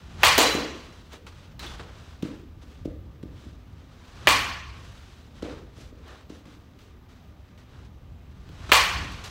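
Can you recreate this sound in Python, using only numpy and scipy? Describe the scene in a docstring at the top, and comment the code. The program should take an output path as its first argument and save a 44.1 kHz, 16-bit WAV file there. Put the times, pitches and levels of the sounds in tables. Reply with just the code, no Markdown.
"""A batter hits three tossed balls in a netted indoor cage with turf floor and hard walls.
Throughout: ventilation hums, shoes and clothes rustle, steps boom through the floor.
The bat cracks at 0.23 s; at 0.38 s the ball clangs off the steel screen frame. Balls and bat tip
then knock on the turf, among small ticks. Further cracks follow at 4.27 s and 8.72 s.
Contacts are filtered clicks and ringing modes with echoes and a hall; the rest is shaped noise."""
import sys
import numpy as np
from scipy import signal
from scipy.io import wavfile

SR = 44100
rng = np.random.default_rng(int(sys.argv[2]) if len(sys.argv) > 2 else 0)


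def bounce(signal):
    """Save signal as a 16-bit WAV file at the path given by the first command-line argument."""
    frames = np.transpose(np.atleast_2d(signal))
    limited = np.clip(frames, -1, 1)
    pcm = np.round(limited * 32767).astype(np.int16)
    wavfile.write(sys.argv[1], SR, pcm)


def boost_factor(decibels):
    """Convert a level in decibels to a linear amplitude factor."""
    exponent = np.asarray(decibels, float) / 20
    return 10 ** exponent


N = 410130
COARSE_S = np.arange(0, N + 40, 40) / SR   # time axis of slow controls

# bat on ball: t/s, click/dB, floor echo/ms, near wall echo/ms, hall send/dB, barrel ring/dB
HITS = [(0.233, -1, 1.7, 6.1, -16.5, 3), (4.272, -1.5, 1.3, 5.5, -19.5, 6), (8.718, 1, 4.5, 5.5, -19, 5)]


def bat():
    """A hard click excites the barrel's bending rings; floor, wall, ceiling and posts echo it."""
    # barrel's bending rings: f/Hz, width/Hz, share of the barrel ring dB
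    barrel = [(1095, 86, 1.2), (1730, 180, 0.58), (2390, 150, 0.88)]
    # floor, near wall, ceiling, scatter from posts and legs: level/dB
    echo_levels_db = [-1.5, 10, -1.5, -4.5]
    # ceiling echo of each hit: lag/ms
    ceiling_lags_ms = [16.3, 17.4, 16.1]
    ceiling_treble_db = 8   # the hard ceiling gathers the top of the crack into one flick
    near, sent = np.zeros(N), np.zeros(N)
    treble = signal.butter(2, 5000, "high", fs=SR)
    no_treble = signal.butter(2, 4000, fs=SR)
    for (s, db, floor_ms, wall_ms, hall_db, barrel_db), ceiling_ms in zip(HITS, ceiling_lags_ms):
        rings = [(hz, width_hz, share * barrel_db) for hz, width_hz, share in barrel]
        crack = peaks(snap(db, cut_hz=340), rings)
        soft = signal.lfilter(*no_treble, crack)
        sharp = signal.lfilter(*treble, crack)
        scattered = scatter(boost_factor(5.5) * soft + boost_factor(-4) * crack, .007)
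        add(near, s, crack + boost_factor(-2) * sharp + boost_factor(echo_levels_db[3]) * scattered)
        lags_ms = [floor_ms, wall_ms, ceiling_ms]
        for lag_ms, echo_db, copy in zip(lags_ms, echo_levels_db, [soft, -soft, soft]):
            add(near, s + lag_ms / 1000, boost_factor(echo_db) * copy)
        add(near, s + ceiling_ms / 1000, boost_factor(ceiling_treble_db) * sharp)
        add(sent, s, boost_factor(hall_db) * crack)
    return near, sent


def frame():
    """The ball's slap rattles frame and net; the steel tube's modes ring on, direct and in the hall."""
    # ball on steel: t/s, click/dB
    clangs = [(0.379, -0.5)]
    # steel tube modes: f/Hz, level/dB, t60/s
    steel_modes = [(3025, -10, .3), (3330, -7, .4), (3990, -4, .45), (4010, -1, .8), (4070, -8, .3),
                   (4600, -11, .3), (4810, -14, .25), (5670, -11, .4), (5780, -14, .25)]
    near, sent = np.zeros(N), np.zeros(N)
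    for s, db in clangs:
        slap = peaks(snap(db, cut_hz=140), [(2560, 4400, -3), (6900, 700, 4.5)])
        steel = strike(tap(db - 33, length_s=1), steel_modes, spread_db=1)
        add(near, s, scatter(slap, .008))
        add(near, s, boost_factor(-7) * steel)
        add(sent, s, boost_factor(-18) * slap)
        add(sent, s, boost_factor(-25) * steel)
    return near, sent


def knocks():
    """Dull knocks on turf: a short tick, then a soft push rings the floor modes around its pitch."""
    # knocks: t/s, push/dB, centre pitch/Hz, tick click/dB, hall send/dB
    contacts = [(0.38, -6.5, 605, -33, -32), (0.544, -17.5, 333, -15, -29), (1.133, -40.5, 433, -33, -31),
                (1.791, -40, 554, -43, -28.5), (2.225, -18, 218, -27, -33.5), (2.629, -48, 315, -55, -24),
                (2.85, -21, 296, -40, -37.5), (3.229, -27.5, 224, -49.5, -35),
                (3.46, -37, 194, -61.5, -34.5), (4.275, -26.5, 240, -60, -25.5),
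                (5.423, -22, 385, -47.5, -31), (5.779, -41, 430, -46, -31), (5.921, -41, 250, -60, -33),
                (6.296, -31, 290, -43, -35), (6.454, -37, 201, -52.5, -30), (8.491, -39.5, 265, -37, -40),
                (8.959, -32.5, 173, -64, -29), (9.02, -34, 171, -67, -27)]
    # floor modes: f/Hz, level/dB, t60/s
    turf_modes = [(102, -6, .06), (175, 0, .05), (275, 1, .045), (330, 0, .04), (420, 0, .03),
                  (520, 0, .025), (640, -3, .02), (780, -6, .015)]
    side_wall_s, side_wall_db = 0.022, -6.5   # one clear echo of each thud
    near, sent = np.zeros(N), np.zeros(N)
    lowpass = signal.butter(2, 900, fs=SR)
    for s, db, hz, tick_db, hall_db in contacts:
        # modes weaken away from the centre pitch
        modes = [(f, level_db - 6 * np.log2(f / hz) ** 2, t60) for f, level_db, t60 in turf_modes]
        thud = signal.lfilter(*lowpass, strike(tap(db, length_s=.4), modes, spread_db=1))
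        tick = snap(tick_db, cut_hz=1500)
        add(near, s, tick + boost_factor(-8) * scatter(tick, 0.0015, count=12))
        add(near, s + 0.0019, thud)
        add(sent, s, boost_factor(-30) * tick)
        add(near, s + side_wall_s, boost_factor(side_wall_db) * thud)
        add(sent, s + .015, boost_factor(hall_db) * thud)
    return near, sent


def ticks():
    """Dry pitched clicks of shoes, net and bat shake on; wire netting rattles on at their pitch."""
    # ticks: t/s, click/dB, pitch/Hz, rattle drive/dB, rattle t60/s
    contacts = [(1.2665, -40.5, 4300, -92, .05), (1.594, -25, 3960, -60.5, 0.17),
                (1.6636, -31, 3484, -58.5, 0.27), (2.712, -45.5, 2370, -95, .05),
                (5.3535, -62, 3030, -87, .05), (5.424, -43, 4100, -74.5, 0.18),
                (6.0806, -40, 1790, -72, .3), (6.79, -45, 2430, -90.5, .05), (7.5772, -49, 2466, -102, .05),
                (9.1207, -32, 2680, -81, .05), (9.24, -50, 3800, -80, .05)]
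    shake_s, wire_t60_s = 0.0048, .03   # scatter after the click; ring of each jolt of the rattle
    near, sent = np.zeros(N), np.zeros(N)
    t = np.arange(SR // 2) / SR
    for s, db, hz, rattle_db, t60 in contacts:
        tick = peaks(snap(db, cut_hz=3200), [(hz, 600, 10)])
        add(near, s, tick + boost_factor(-8.5) * scatter(tick, shake_s))
        jolts = rng.standard_normal(len(t)) * boost_factor(rattle_db - 60 * t / max(t60, .01)) + 1e-18
        add(near, s, ring(jolts, hz, wire_t60_s))
        add(sent, s, boost_factor(-28.5) * tick)
    return near, sent


def hall(x):
    """Reverberation swells after the first echoes, coarse at first, and dies band by band."""
    # decay: f/Hz, t60/s
    decay_s = [(60, 1), (200, 0.9), (500, 0.74), (1100, 0.81), (3000, 0.79), (5500, 0.74), (8000, .52),
               (11000, 0.5), (16000, 0.38)]
    # colour: f/Hz, level/dB
    colour_db = [(60, -17), (200, -6.5), (500, -1.5), (800, 3.5), (1100, 8), (1400, 4), (2000, 1),
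                 (3500, 1), (6000, 2.5), (10000, 1), (16000, -5)]
    delay_s, rise_s = 0.0039, 0.0071
    lumps_db = 2   # bunched reflections make each band swell and dip
    t = np.arange(2 * SR) / SR
    # early on, reflections are still separate
    spikes = np.minimum(rng.exponential(1, len(t)), 4) - 1.5
    coarse = boost_factor(4.5 * np.exp(-t / .25) * spikes)
    draws = rng.standard_normal((2, len(t))) * coarse
    tail = np.zeros(len(t))
    for hz, band in bands(draws):
        fall_db = 60 * t / at_hz(decay_s, hz)
        tail += band * boost_factor(at_hz(colour_db, hz) - fall_db + lumps_db * drift(24)[:len(t)])
    onset = 1 - np.exp(-np.maximum(t - delay_s, 0) / rise_s)
    return signal.fftconvolve(x, tail * onset)[:N]


def rustle():
    """Turf fibres, net and cloth make dense noise grains; the power-weighted slope tilts their colour."""
    # shoes, clothes, net: t/s, peak gain/dB, fall to -20 dB/s, slope/dB per octave
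    brushes = [(1.135, -48, .045, .6), (1.64, -49, .05, -2.5), (2.626, -61, .025, 1.2),
               (5.805, -54.5, .11, 3), (6.11, -55.5, .17, -1.5), (0.8, -56, .2, 2.5), (1.38, -58, .2, .6),
               (1.72, -52, .12, -.6), (2.03, -57, .3, .6), (2.7, -63, .2, 1.2), (3.42, -62, .2, 1.5),
               (4.85, -56, .6, 1.5), (7.75, -64, .15, -1.5), (9.0, -46, .4, .6), (9.3, -48, .12, 1.5)]
    # scuffs at or near contacts: t/s, peak gain/dB, fall to -20 dB/s, slope/dB per octave
    scuffs = [(1.268, -47, .035, 1), (1.797, -48, .025, -2.5), (2.227, -41, .01, .6),
              (2.856, -50, .01, 2.5), (3.23, -55, .01, 2), (5.425, -41, .01, 0), (6.299, -51, .012, 1),
              (6.457, -56, .016, 0), (7.85, -62, .03, 1.5), (8.695, -40, .012, -2.5), (0.925, -60, .3, 2),
              (1.595, -45, .2, 1.5), (1.81, -56, .2, -1.5), (2.24, -53, .2, -.6), (5.356, -60, .1, 1.2),
              (5.44, -48, .2, -1.5), (6.31, -58, .15, 1.5), (6.47, -60, .18, .6), (6.79, -62, .15, 2),
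              (7.09, -65, .2, 1.5), (7.578, -61, .07, 1.5), (9.24, -43, .05, 3.5)]
    # swings, cut off by the crack: stride/dB, rise per 20 dB/s, whoosh/dB, rise per 20 dB/s
    swing_table = [(-56, 1.5, -34.5, 0.04), (-47.5, 0.35, -36.5, -0.25), (-45.5, 0.25, -18, -0.1057)]
    # grain colour: f/Hz, density/dB
    colour_db = [(180, -15), (300, 3), (519, -0.5), (678, -1), (1340, 1), (2000, -5), (3520, -4.5),
                 (5080, -12), (5800, -11.5), (16000, -38.5)]
    fidget_db, fidget_wander_db = -67, 1   # faint rustle that never stops
    rise_share, scuff_rise_s = .6, .003    # brush rise over its fall; scuff rise from -20 dB

    levels = [swell(s, db, rise_share * fall_s, fall_s, order=2) for s, db, fall_s, slope in brushes]
    levels += [swell(s, db, scuff_rise_s, fall_s, order=2) for s, db, fall_s, slope in scuffs]
    levels = np.array(levels)
    swings = np.zeros(len(COARSE_S))
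    for hit, (stride_db, stride_s, whoosh_db, whoosh_s) in zip(HITS, swing_table):
        swings += swell(hit[0], stride_db, stride_s, 0) + swell(hit[0], whoosh_db, whoosh_s, 0)

    power = np.sum(levels ** 2, axis=0) + swings ** 2 + boost_factor(2 * fidget_db)
    slopes = np.array(brushes + scuffs)[:, 3]
    tilt = slopes @ levels ** 2 / power
    gain = smooth(levels.sum(axis=0) + swings) + boost_factor(fidget_db + fidget_wander_db * drift(2.3))

    grains = rng.standard_normal((2, N)) * boost_factor(1.5 * rng.exponential(1, (2, N))) * boost_factor(drift(40))
    parts = [(hz, band * boost_factor(at_hz(colour_db, hz))) for hz, band in bands(grains) if hz > 250]
    scale = np.std(sum(band for hz, band in parts if 1000 < hz < 8000))
    tilted = sum(band * smooth(boost_factor(tilt * np.log2(hz / 3000))) for hz, band in parts)
    return gain / scale * tilted


def boom():
    """The floor shudders under blows and steps: low noise that swells and falls, never quite still."""
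    # shudders: t of peak/s, peak level/dB, rise per 20 dB/s, fall per 20 dB/s
    stomps = [(0.26, -35, 0.5, 0.7), (1.68, -39.5, 0.5, 0.7), (2.62, -46.5, 1.4, 0),
              (2.87, -38.5, 0.3, 0.6), (3.24, -45, -2.7, 2.5), (4.28, -35, 0.16, 0.55),
              (4.71, -45.5, .3, 1.4), (5.42, -43.5, .25, 1.5), (7.41, -51.5, 1.2, .2),
              (8.131, -47.5, 1, -0.5), (8.729, -30, -0.3, 0.24), (9.01, -35.5, 1.4, 0.8)]
    # colour: f/Hz, density/dB
    colour_db = [(15, -34), (25, -0.5), (48, -2), (65, 7.5), (108, -2), (179, -7.5), (200, -13), (260, -43),
                 (440, -120)]
    rumble_db, rumble_wander_db = -53, 2
    noise = rng.standard_normal((2, N))
    low = sum(band * boost_factor(at_hz(colour_db, hz)) for hz, band in bands(noise) if hz < 200)
    shudder = smooth(np.sqrt(sum(swell(*row) ** 2 for row in stomps)))
    rumble = boost_factor(rumble_db + rumble_wander_db * drift(8))
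    return np.hypot(shudder, rumble) * rms_one(low)


def ventilation():
    """Steady air noise, lightly patchy in each band, with a few noise-driven duct resonances."""
    # air colour: f/Hz, density/dB
    colour_db = [(15, -38), (25, -6.5), (53, -5), (82, 2), (175, -9), (263, -7.5), (575, -15.5),
                 (1100, -22.5), (1190, -29.5), (1560, -26), (3080, -32), (6560, -45), (10400, -64),
                 (14800, -41.5), (16000, -58)]
    # duct resonances: f/Hz, width/Hz, rms level/dB
    ducts = [(68, 25, -58.5), (250, 18, -62), (1200, 40, -72.5)]
    air_db = -54
    noise = rng.standard_normal((2, N))
    air = sum(band * boost_factor(at_hz(colour_db, hz) + 2.4 * drift(5)) for hz, band in bands(noise))
    out = boost_factor(air_db) * rms_one(air)
    for hz, width_hz, db in ducts:
        t60_s = np.log(1000) / (np.pi * width_hz)
        out += boost_factor(db) * rms_one(ring(rng.standard_normal(N), hz, t60_s))
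    return out


def snap(db, cut_hz):
    """A hard contact: a click without bass, coloured by wood and leather."""
    # wood and leather: f/Hz, width/Hz, level/dB
    contact_colour = [(559.5, 690, 8), (1940, 580, 6.5), (2920, 890, 9), (4300, 500, 4), (8100, 3100, -2),
                      (10180, 1700, -10), (13000, 2400, -6)]
    highpass = signal.butter(2, cut_hz, "high", fs=SR)
    return peaks(signal.lfilter(*highpass, tap(db, .1)), contact_colour)


def tap(db, length_s):
    """One impulse, then silence."""
    return boost_factor(db) * signal.unit_impulse(int(length_s * SR)) + 1e-18


def peaks(x, table):
    """A chain of broad resonances and dips: f/Hz, width/Hz, level/dB."""
    for hz, width_hz, db in table:
        b, a = signal.iirpeak(hz, hz / width_hz, fs=SR)
        x = x + (boost_factor(db) - 1) * signal.lfilter(b, a, x)
    return x


def ring(x, hz, t60):
    """A damped resonator: a unit click sets a sine of height 1 ringing."""
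    r = boost_factor(-60 / (t60 * SR))
    w = 2 * np.pi * hz / SR
    return signal.lfilter([0, np.sin(w)], [1, -2 * r * np.cos(w), r * r], x)


def strike(x, modes, spread_db):
    """A blow gives every mode a strength of its own; neighbours swing in opposite sense."""
    chance = rng.standard_normal(len(modes))
    out = 0
    for k, (hz, db, t60) in enumerate(modes):
        out = out + (-1) ** k * ring(x * boost_factor(db + spread_db * chance[k]), hz, t60)
    return out


def scatter(x, length_s, count=40):
    """Many weak reflections of random sign that thin out and weaken with lag."""
    taps = np.zeros(int(.09 * SR))
    lags_s, signs = rng.random((2, count))
    lags_s = -length_s * np.log(1 - .95 * lags_s)
    places = np.minimum((lags_s * SR).astype(int), len(taps) - 1)
    np.add.at(taps, places, np.sign(signs - .5) * np.exp(-lags_s / length_s / 2))
    return signal.fftconvolve(x, taps)[:len(x)]


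def add(out, s, sound):
    """Mix a short sound in at a time."""
    i = int(s * SR)
    out[i:i + len(sound)] += sound[:N - i]


def swell(s, db, rise_s, fall_s, order=1):
    """A level climbs to its peak and falls: evenly in dB (order 1) or with a rounded top (order 2)."""
    late = COARSE_S - s
    # times under 1 ms, negative ones too, act as 1 ms
    distance = np.where(late < 0, -late / max(rise_s, .001), late / max(fall_s, .001))
    return boost_factor(db - 20 * distance ** order)


def smooth(coarse):
    """Interpolate a slow control to every sample."""
    return np.interp(np.arange(N) / SR, COARSE_S, coarse)


def drift(rate_hz):
    """Slow random wander of spread 1: noise through two equal poles, one value per 40 samples."""
    r = np.exp(-80 * np.pi * rate_hz / SR)
    noise = rng.standard_normal(N // 40 + 2002)
    slow = signal.lfilter([1], [1, -2 * r, r * r], noise)[2000:]   # drop the run-in
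    return np.interp(np.arange(N) / 40, np.arange(len(slow)), rms_one(slow))


def bands(source):
    """Third-octave bands (centre Hz, signal), neighbours cut from unrelated draws."""
    edges_hz = 25 * 2 ** np.arange(0, 9.5, 1 / 3)
    for k, (low, high) in enumerate(zip(edges_hz, edges_hz[1:])):
        sos = signal.butter(2, [low, high], "band", fs=SR, output="sos")
        yield np.sqrt(low * high), signal.sosfilt(sos, source[k % 2])


def at_hz(points, hz):
    """Read a table on a log-frequency axis."""
    f, value = np.array(points).T
    return np.interp(np.log(hz), np.log(f), value)


def rms_one(x):
    """Scale to unit rms."""
    return x / np.sqrt(np.mean(x ** 2) + 1e-20)


def scene():
    """Struck sounds share the hall; the steady ones go in without it."""
    near, sent = np.sum([bat(), frame(), knocks(), ticks()], axis=0)
    return (near + hall(sent) + rustle() + boom() + ventilation())[None]


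def roll_off(x):
    """The treble ends steeply here."""
    return signal.sosfilt(signal.butter(12, 17000, fs=SR, output="sos"), x)


def record(dry):
    """A small microphone hisses, drops the deepest bass and the top, and rounds off the peaks."""
    hiss_db = -75.5   # gain of the noise above 11 kHz
    treble = signal.butter(2, 11000, "high", fs=SR, output="sos")
    no_bass = signal.butter(4, 34, "high", fs=SR, output="sos")
    no_top = signal.ellip(8, .3, 60, 15700, fs=SR, output="sos")
    hiss = signal.sosfilt(treble, rng.standard_normal(N))
    heard = signal.sosfilt(no_bass, dry + boost_factor(hiss_db) * hiss)
    heard = signal.sosfilt(no_top, np.tanh(heard))
    return roll_off(np.clip(heard, -.98, .98))


dry = scene()
out = record(dry)
bounce(out)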